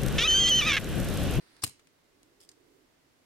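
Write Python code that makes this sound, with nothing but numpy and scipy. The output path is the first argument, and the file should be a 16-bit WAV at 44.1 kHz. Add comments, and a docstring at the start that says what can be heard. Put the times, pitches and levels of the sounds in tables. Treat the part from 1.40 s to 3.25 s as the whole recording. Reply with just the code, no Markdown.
"""In a small quiet room, a thumb spins the flint wheel of a brass lighter close to the microphone.
The wheel bites, rasps and lets go: streams of chips and grit excite damped resonances of wheel and frame.
The hand thuds as decaying sines, the case rings in its modes, and loose parts rattle as short noise bursts.
Then the fingers shift their grip with small ticks and a scrape, over hiss, a faint whine and a low murmur."""
import sys
import numpy as np
from scipy import signal
from scipy.fft import rfft, irfft, next_fast_len
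from scipy.io import wavfile
from scipy.ndimage import map_coordinates

SR = 44100
rng = np.random.default_rng(int(sys.argv[2]) if len(sys.argv) > 2 else 0)


def dump(signal):
    """Clip the signal to [-1, 1] and save it as 16-bit WAV at the path in sys.argv[1]."""
    limited = np.clip(np.atleast_2d(signal).T, -1, 1)
    pcm = np.round(limited * 32767).astype(np.int16)
    wavfile.write(sys.argv[1], SR, pcm)


N = 81585
T = np.arange(N) / SR  # time in seconds


def amp(db):
    """Decibels to amplitude: 20 dB is a factor of ten."""
    return 10 ** (np.asarray(db) / 20)


def unit(x):
    """Normalisation of the mean power: x scaled to rms 1."""
    return x / np.sqrt(np.mean(x ** 2) + 1e-20)


def along(points, hz):
    """Interpolation of (Hz, value) points on a logarithmic frequency axis."""
    f, value = np.transpose(points)
    return np.interp(np.log(hz + 1), np.log(f + 1), value)


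def level(rows, outside=-120):
    """Envelope through (s, dB) points, linear in decibels; outside=None holds the end values."""
    s, db = np.transpose(rows)
    return amp(np.interp(T, s, db, outside, outside))


def pan(db):
    """Stereo placement by level difference: left minus right in dB."""
    return amp(np.array([[.5], [-.5]]) * db)


def filtered(x, response):
    """Linear filtering: the spectrum of x times a response of frequency."""
    size = next_fast_len(N + SR // 2)
    hz = np.fft.rfftfreq(size, 1 / SR)
    return irfft(rfft(x, size) * response(hz), size)[..., :N]


def coloured(x, colour):
    """Spectral shaping by (Hz, dB) points, at rms 1."""
    return unit(filtered(x, lambda hz: amp(along(colour, hz))))


def noise(colour):
    """Coloured noise, incoherent between the two channels."""
    return coloured(rng.standard_normal((2, N)), colour)


def diffuse(colour):
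    """Diffuse field: noise from all around is coherent between the channels only at low frequencies."""
    # Likeness of left and right. Each row: frequency in Hz, correlation from 0 to 1.
    alike = [(30, .6), (150, .5), (350, .45), (900, 0), (15000, 0.0033)]

    def mid_and_side_gains(hz):
        angle = np.arccos(np.clip(along(alike, hz), -1, 1)) / 2
        return np.array([np.cos(angle), np.sin(angle)])

    mid, side = filtered(noise(colour), mid_and_side_gains)
    return unit(np.array([mid + side, mid - side]))


def blow(start, t60, attack=.0003):
    """Contact envelope: a quick rise, then exponential decay by 60 dB per t60 (all in seconds)."""
    t = np.maximum(T - start, 0)
    return (1 - np.exp(-t / attack)) * 1000 ** (-t / t60)


def clicks(rows, colour):
    """Impacts as short decaying noise bursts of one colour, from (s, dB, t60 s, pan dB) rows."""
    envelope = sum(amp(db) * pan(side) * blow(s, t60) for s, db, t60, side in rows)
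    return noise(colour) * envelope


def room(x):
    """Reverberation: convolution with a noise tail whose decay time depends on frequency."""
    # Decay of the room. Each row: frequency in Hz, t60 in seconds.
    decay = [(100, .25), (500, .25), (2500, .33), (6000, .27), (10000, .22), (15000, .15)]
    hz, t, cells = signal.stft(rng.standard_normal((2, SR // 2)), SR, nperseg=256)
    fading = amp(-60 * t / along(decay, hz)[:, None])
    tail = signal.istft(cells * fading, SR, nperseg=256)[1]
    tail = tail * (1 - np.exp(-T[:tail.shape[1]] / .001))  # soft onset of the tail
    return signal.fftconvolve(x, tail / np.linalg.norm(tail[0]), axes=1)[:, :N]


def hiss():
    """Broadband room noise as a steady diffuse field."""
    # Spectrum of the hiss. Each row: frequency in Hz, relative level in dB.
    colour = [(12, -36), (20, -7), (37, -5.5), (70, -9.5), (116, -5), (203, -9), (261, -2.5), (375, -7.5),
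              (539, -8.5), (754, -10.5), (819, -13), (891, -11), (1390, -13.5), (2060, -14), (2570, -16.5),
              (4890, -18.5), (15800, -29.5)]
    return amp(-68) * diffuse(colour) * pan(-2)


def whine():
    """Pure tone: a faint steady sine, equal in both channels."""
    return amp(-88) * np.sin(2 * np.pi * 2067 * T)


def murmur():
    """Air noise in a narrow low band, slowly modulated in level."""
    # Swell of the murmur. Each row: time in seconds, level in dB before the lift below.
    swell = [(0, -73), (.25, -78), (.55, -81), (.8, -73.5), (1.1, -72.5), (1.38, -67), (1.47, -79.5),
             (1.85, -79)]
    # Spectrum of the murmur. Each row: frequency in Hz, relative level in dB.
    colour = [(150, -48), (240, -11.5), (275, 1.5), (350, 2.5), (420, 0), (520, -10), (900, -31)]
    lift_db = 1.5
    return amp(lift_db) * level(swell, None) * diffuse(colour) * pan(-6.5)


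def background():
    """Superposition of the steady hiss, the whine and the murmur of air."""
    return hiss() + murmur() + whine()


def slide():
    """Sliding friction: noise of the thumb on the wheel, fading out before the main stroke."""
    # Spectrum of the friction. Each row: frequency in Hz, relative level in dB.
    colour = [(300, 1.5), (900, 2.5), (1900, 8), (3000, -0.5), (4500, 7), (6800, -10), (9500, 0),
              (12000, -15), (15500, -28)]
    end_s, fade_s = .225, .025
    fade = np.clip((end_s - T) / fade_s, 0, 1)
    return amp(-65.5) * fade * noise(colour) * pan(-2.5)


def taps():
    """Soft impacts: dull taps of the fingers."""
    # The taps. Each row: start in seconds, level in dB, t60 in seconds, pan in dB.
    touches = [(.166, -53.5, .02, -3), (.3948, -55.5, 0.034, 2.5), (.4712, -54.5, .018, 5.5)]
    # Spectrum of the taps. Each row: frequency in Hz, relative level in dB.
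    colour = [(200, 0), (800, -5.5), (2200, 3), (5000, -2.5), (9000, -2.5), (15000, -22)]
    return clicks(touches, colour)


def wheel(grit):
    """Stick of uneven teeth on flint: each tooth chips off a tiny noise burst, in a stream of grit."""
    teeth_per_s, jitter_teeth, scatter_db = 1700, .25, 4
    chip_s = .00038  # time constant of one chip's decay
    count = 6000
    draws = rng.standard_normal((count, 2))
    times = (np.arange(count) + jitter_teeth * draws[:, 0]) / teeth_per_s
    strengths = amp(scatter_db * draws[:, 1])
    teeth = np.bincount(np.abs(times * SR).astype(int), strengths, N)[:N]
    chips = unit(signal.lfilter([1], [1, -np.exp(-1 / (chip_s * SR))], teeth))
    return (chips + grit) * rng.choice([-1, 1], (2, N))  # random signs turn the envelope into noise


def bite():
    """Slow friction at first contact: the wheel grips the flint."""
    # Course of the bite. 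Each row: time in seconds, level in dB before the lift below.
    course = [(.217, -75), (.2205, -52), (.224, -43), (.229, -46), (.235, -41), (.239, -60)]
    # Spectrum of the bite. Each row: frequency in Hz, relative level in dB.
    colour = [(500, -9), (2500, -8.5), (4200, -2.5), (5200, 7.5), (6300, -7), (7400, -5), (9500, -4.5),
              (11500, -10), (15500, -37)]
    lift_db = 2
    return amp(lift_db) * coloured(wheel(grit=.96), colour) * level(course)


def frame(hz):
    """Resonance: the response of wheel and frame peaks at damped modes over a broad band."""
    # Modes. Each row: frequency in Hz, width between -6 dB points in Hz, relative level in dB.
    modes = [(1670, 300, -6), (2814, 1000, -1.5), (4190, 330, 1.5), (4850, 900, -2), (5484, 306, 1),
             (6600, 170, -6), (8446, 730, 6.5), (9386, 440, 4), (10300, 130, 0), (11043, 410, 3),
             (12350, 400, -12), (15330, 500, -5.5)]
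    # Broad part of the rasp. Each row: frequency in Hz, relative level in dB before its power is halved.
    broad = [(300, -37.5), (600, -6), (1700, -10), (3000, -8), (5500, -6), (7300, -6), (10000, -2.5),
             (12500, -5.5), (15500, -10.5)]
    peaks = sum(amp(db) ** 2 / (1 + ((hz - f) / (width / 2)) ** 2) ** 2 for f, width, db in modes)
    power = amp(-1) ** 2 * peaks + amp(along(broad, hz)) ** 2 / 2
    return np.sqrt(power)


def rasp():
    """Forced vibration: chips and grit of the spinning wheel drive the resonant frame."""
    # Course of the rasp. Each row: time in seconds, level in dB before the stereo balance.
    course = [(.229, -70), (.2335, -45), (.2361, -38), (.2376, -25), (.2401, -18.5), (.2416, -26),
              (.2462, -29), (.250, -36), (.254, -52), (.258, -70)]
    # Stereo balance. Each row: frequency in Hz, left minus right in dB.
    balance = [(300, 3), (1200, 4), (2500, 4), (5000, 4.5), (7500, 4), (10500, -1.5), (14000, 6)]
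    driven = unit(filtered(wheel(grit=1), frame)) * level(course)
    return filtered(driven, lambda hz: pan(along(balance, hz)))


def shudder():
    """Damped random vibration: the hand shudders with the stroke."""
    # Spectrum of the shudder. Each row: frequency in Hz, relative level in dB.
    colour = [(25, -21), (60, -4), (120, 4), (200, -11.5), (320, -6.5), (450, -5.5), (800, -36.5),
              (2000, -53.5)]
    return amp(-46) * blow(.23, t60=.22, attack=.0012) * diffuse(colour)


def knocks():
    """Heavily damped oscillators: thumb and hand knock on the lighter, without deep bass."""
    # The knocks. Each row: start in seconds, level in dB before the low cut, pitch in Hz,
    # t60 in seconds, pan in dB.
    rows = [(0.2355, -31, 363, 0.023, 2.5), (.2392, -27, 104, 0.053, 3.5), (.2445, -29.5, 290, 0.027, -1.5),
            (.2655, -43, 250.5, .035, -9.5), (0.2755, -43.5, 110.3, .045, -2.5),
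            (.3090, -54, 140, 0.039, 2), (.471, -64, 150, .06, 1)]
    low_cut_hz, lag_s = 46.3, .00065
    thuds = 0
    for s, db, hz, t60, side in rows:
        sine = np.sin(2 * np.pi * hz * (T - s))
        thuds = thuds + amp(db) * pan(side) * blow(s, t60, attack=.0012) * sine
    delays = np.array([[.5], [-.5]]) * lag_s  # the left channel comes later by lag_s

    def delayed_low_cut(hz):
        return np.exp(-2j * np.pi * hz * delays) * hz ** 4 / (hz ** 4 + low_cut_hz ** 4)

    return filtered(thuds, delayed_low_cut)


def clack():
    """Sudden impact: a hollow narrow-band burst as the thumb snaps against the lighter."""
    # The clack. Each row: start in seconds, level in dB, t60 in seconds, pan in dB.
    release = [(.2365, -25.5, 0.012, 7)]
    # Spectrum of the clack. Each row: frequency in Hz, relative level in dB.
    colour = [(400, -22), (800, -9), (1200, 14.5), (1600, -10), (2100, -20), (5000, -25)]
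    return clicks(release, colour)


def rattle():
    """Repeated impacts: the loose parts strike one another after the stroke."""
    # The impacts. Each row: start in seconds, level in dB, pan in dB.
    impacts = [(0.2441, -29, 14.5), (0.2656, -35, 4), (0.2721, -44, 10), (0.2763, -38.5, 8),
               (0.2948, -42.5, 6)]
    # Spectrum of the loose parts. Each row: frequency in Hz, relative level in dB.
    colour = [(290, -34), (500, -6.5), (771, -10.5), (878, -13.5), (2450, -8), (2750, -16), (3570, -5.5),
              (4560, -3), (5660, -6.5), (11000, -3), (15800, -18.5)]
    t60_s = .015
    return clicks([(s, db, t60_s, side) for s, db, side in impacts], colour)


def case(x):
    """Modal ringing: the brass case answers whatever shakes it with decaying sines."""
    # Modes of the case. Each row: frequency in Hz, relative level in dB, t60 in seconds.
    modes = [(2751, -14, .3), (3240, -12, .25), (4125, -5, .18), (4430, -5, .22), (4890, -8, .18),
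             (5669, -12, .35), (6627, -5, .25), (7058, -4, .17), (7407, -4, .18), (8188, -6, .2),
             (8762, -11, .18), (9338, -11, .2), (9875, -8, .16), (11080, -4, .14), (11636, -3, .15)]
    t = T[:SR // 2]
    phases = rng.uniform(0, 2 * np.pi, (len(modes), 2, 1))
    ring = 0
    for (hz, db, t60), phase in zip(modes, phases):
        ring = ring + amp(db - 60 * t / t60) * np.sin(2 * np.pi * hz * t + phase)
    return signal.fftconvolve(x, ring / np.linalg.norm(ring[0]), axes=1)[:, :N]


def strike():
    """Excitation and response: the metal sounds shake the case, and metal and thuds excite the room."""
    metal = bite() + rasp() + rattle()
    to_tails = metal * pan(-7)  # ring and room lean to the right
    metal_tails = amp(-18) * case(to_tails) + amp(-16) * room(to_tails)
    thud = knocks() + shudder() + clack()
    return metal + metal_tails + thud + amp(-22) * room(thud)


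def nail():
    """Hard light impacts: crisp ticks of a fingernail."""
    # The nail ticks. Each row: start in seconds, level in dB, t60 in seconds, pan in dB.
    touches = [(.8308, -50.5, .011, 0), (1.0345, -59, 0.013, 3.5), (1.1158, -53, 0.016, -3)]
    # Spectrum of the nail. Each row: frequency in Hz, relative level in dB.
    colour = [(800, -14), (2500, 3), (5000, 3), (10000, 3.5), (15500, -18)]
    return clicks(touches, colour)


def scrape():
    """Rough friction: the lighter slips through the fingers, its noise modulated in random grains."""
    # Course of the scrape. Each row: time in seconds, level in dB before the pan.
    course = [(1.002, -62), (1.007, -60.5), (1.022, -63.5), (1.035, -59), (1.042, -67), (1.051, -65),
              (1.064, -82)]
    # Spectrum of the scrape. Each row: frequency in Hz, relative level in dB.
    colour = [(800, -16), (2400, -11), (3300, 0.5), (4200, -10), (5100, 4.5), (6300, -12.5), (8500, -1),
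              (11000, -8), (15500, -15.5)]
    grains_per_s, grain_db = 700, 4
    grains = map_coordinates(rng.standard_normal(N), [T * grains_per_s])  # smooth random curve
    rough = amp(grain_db * grains) * rng.standard_normal((2, N))
    return coloured(rough, colour) * level(course) * pan(-.82)


def ticks():
    """Small metal impacts as the grip shifts."""
    # The ticks. Each row: start in seconds, level in dB, t60 in seconds, pan in dB.
    touches = [(1.0130, -45, 0.0094, -2), (1.0278, -66, .01, -9), (1.0505, -59, .012, 0),
               (1.0900, -41.5, 0.021, 0), (1.1160, -52, 0.01, -8), (1.1200, -60, .009, -2)]
    # Spectrum of the ticks. Each row: frequency in Hz, relative level in dB.
    colour = [(800, -19), (2000, -7), (3200, -8), (4900, 6), (6000, -2), (7200, 7.5), (9000, -1.5),
              (12000, -12), (15500, -26)]
    return clicks(touches, colour)


def handling():
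    """Contact sounds of the fingers with their reverberation, and the dry slide of the thumb."""
    touches = taps() + nail() + scrape() + ticks()
    return slide() + touches + amp(-13) * room(touches)


def scene():
    """Superposition of the room, the handling and the strike."""
    return background() + handling() + strike()


def record(dry):
    """Band limitation: an ideal low-pass filter keeps only what lies below 15830 Hz."""
    return filtered(dry, lambda hz: hz < 15830)


dry = scene()
out = record(dry)
dump(out)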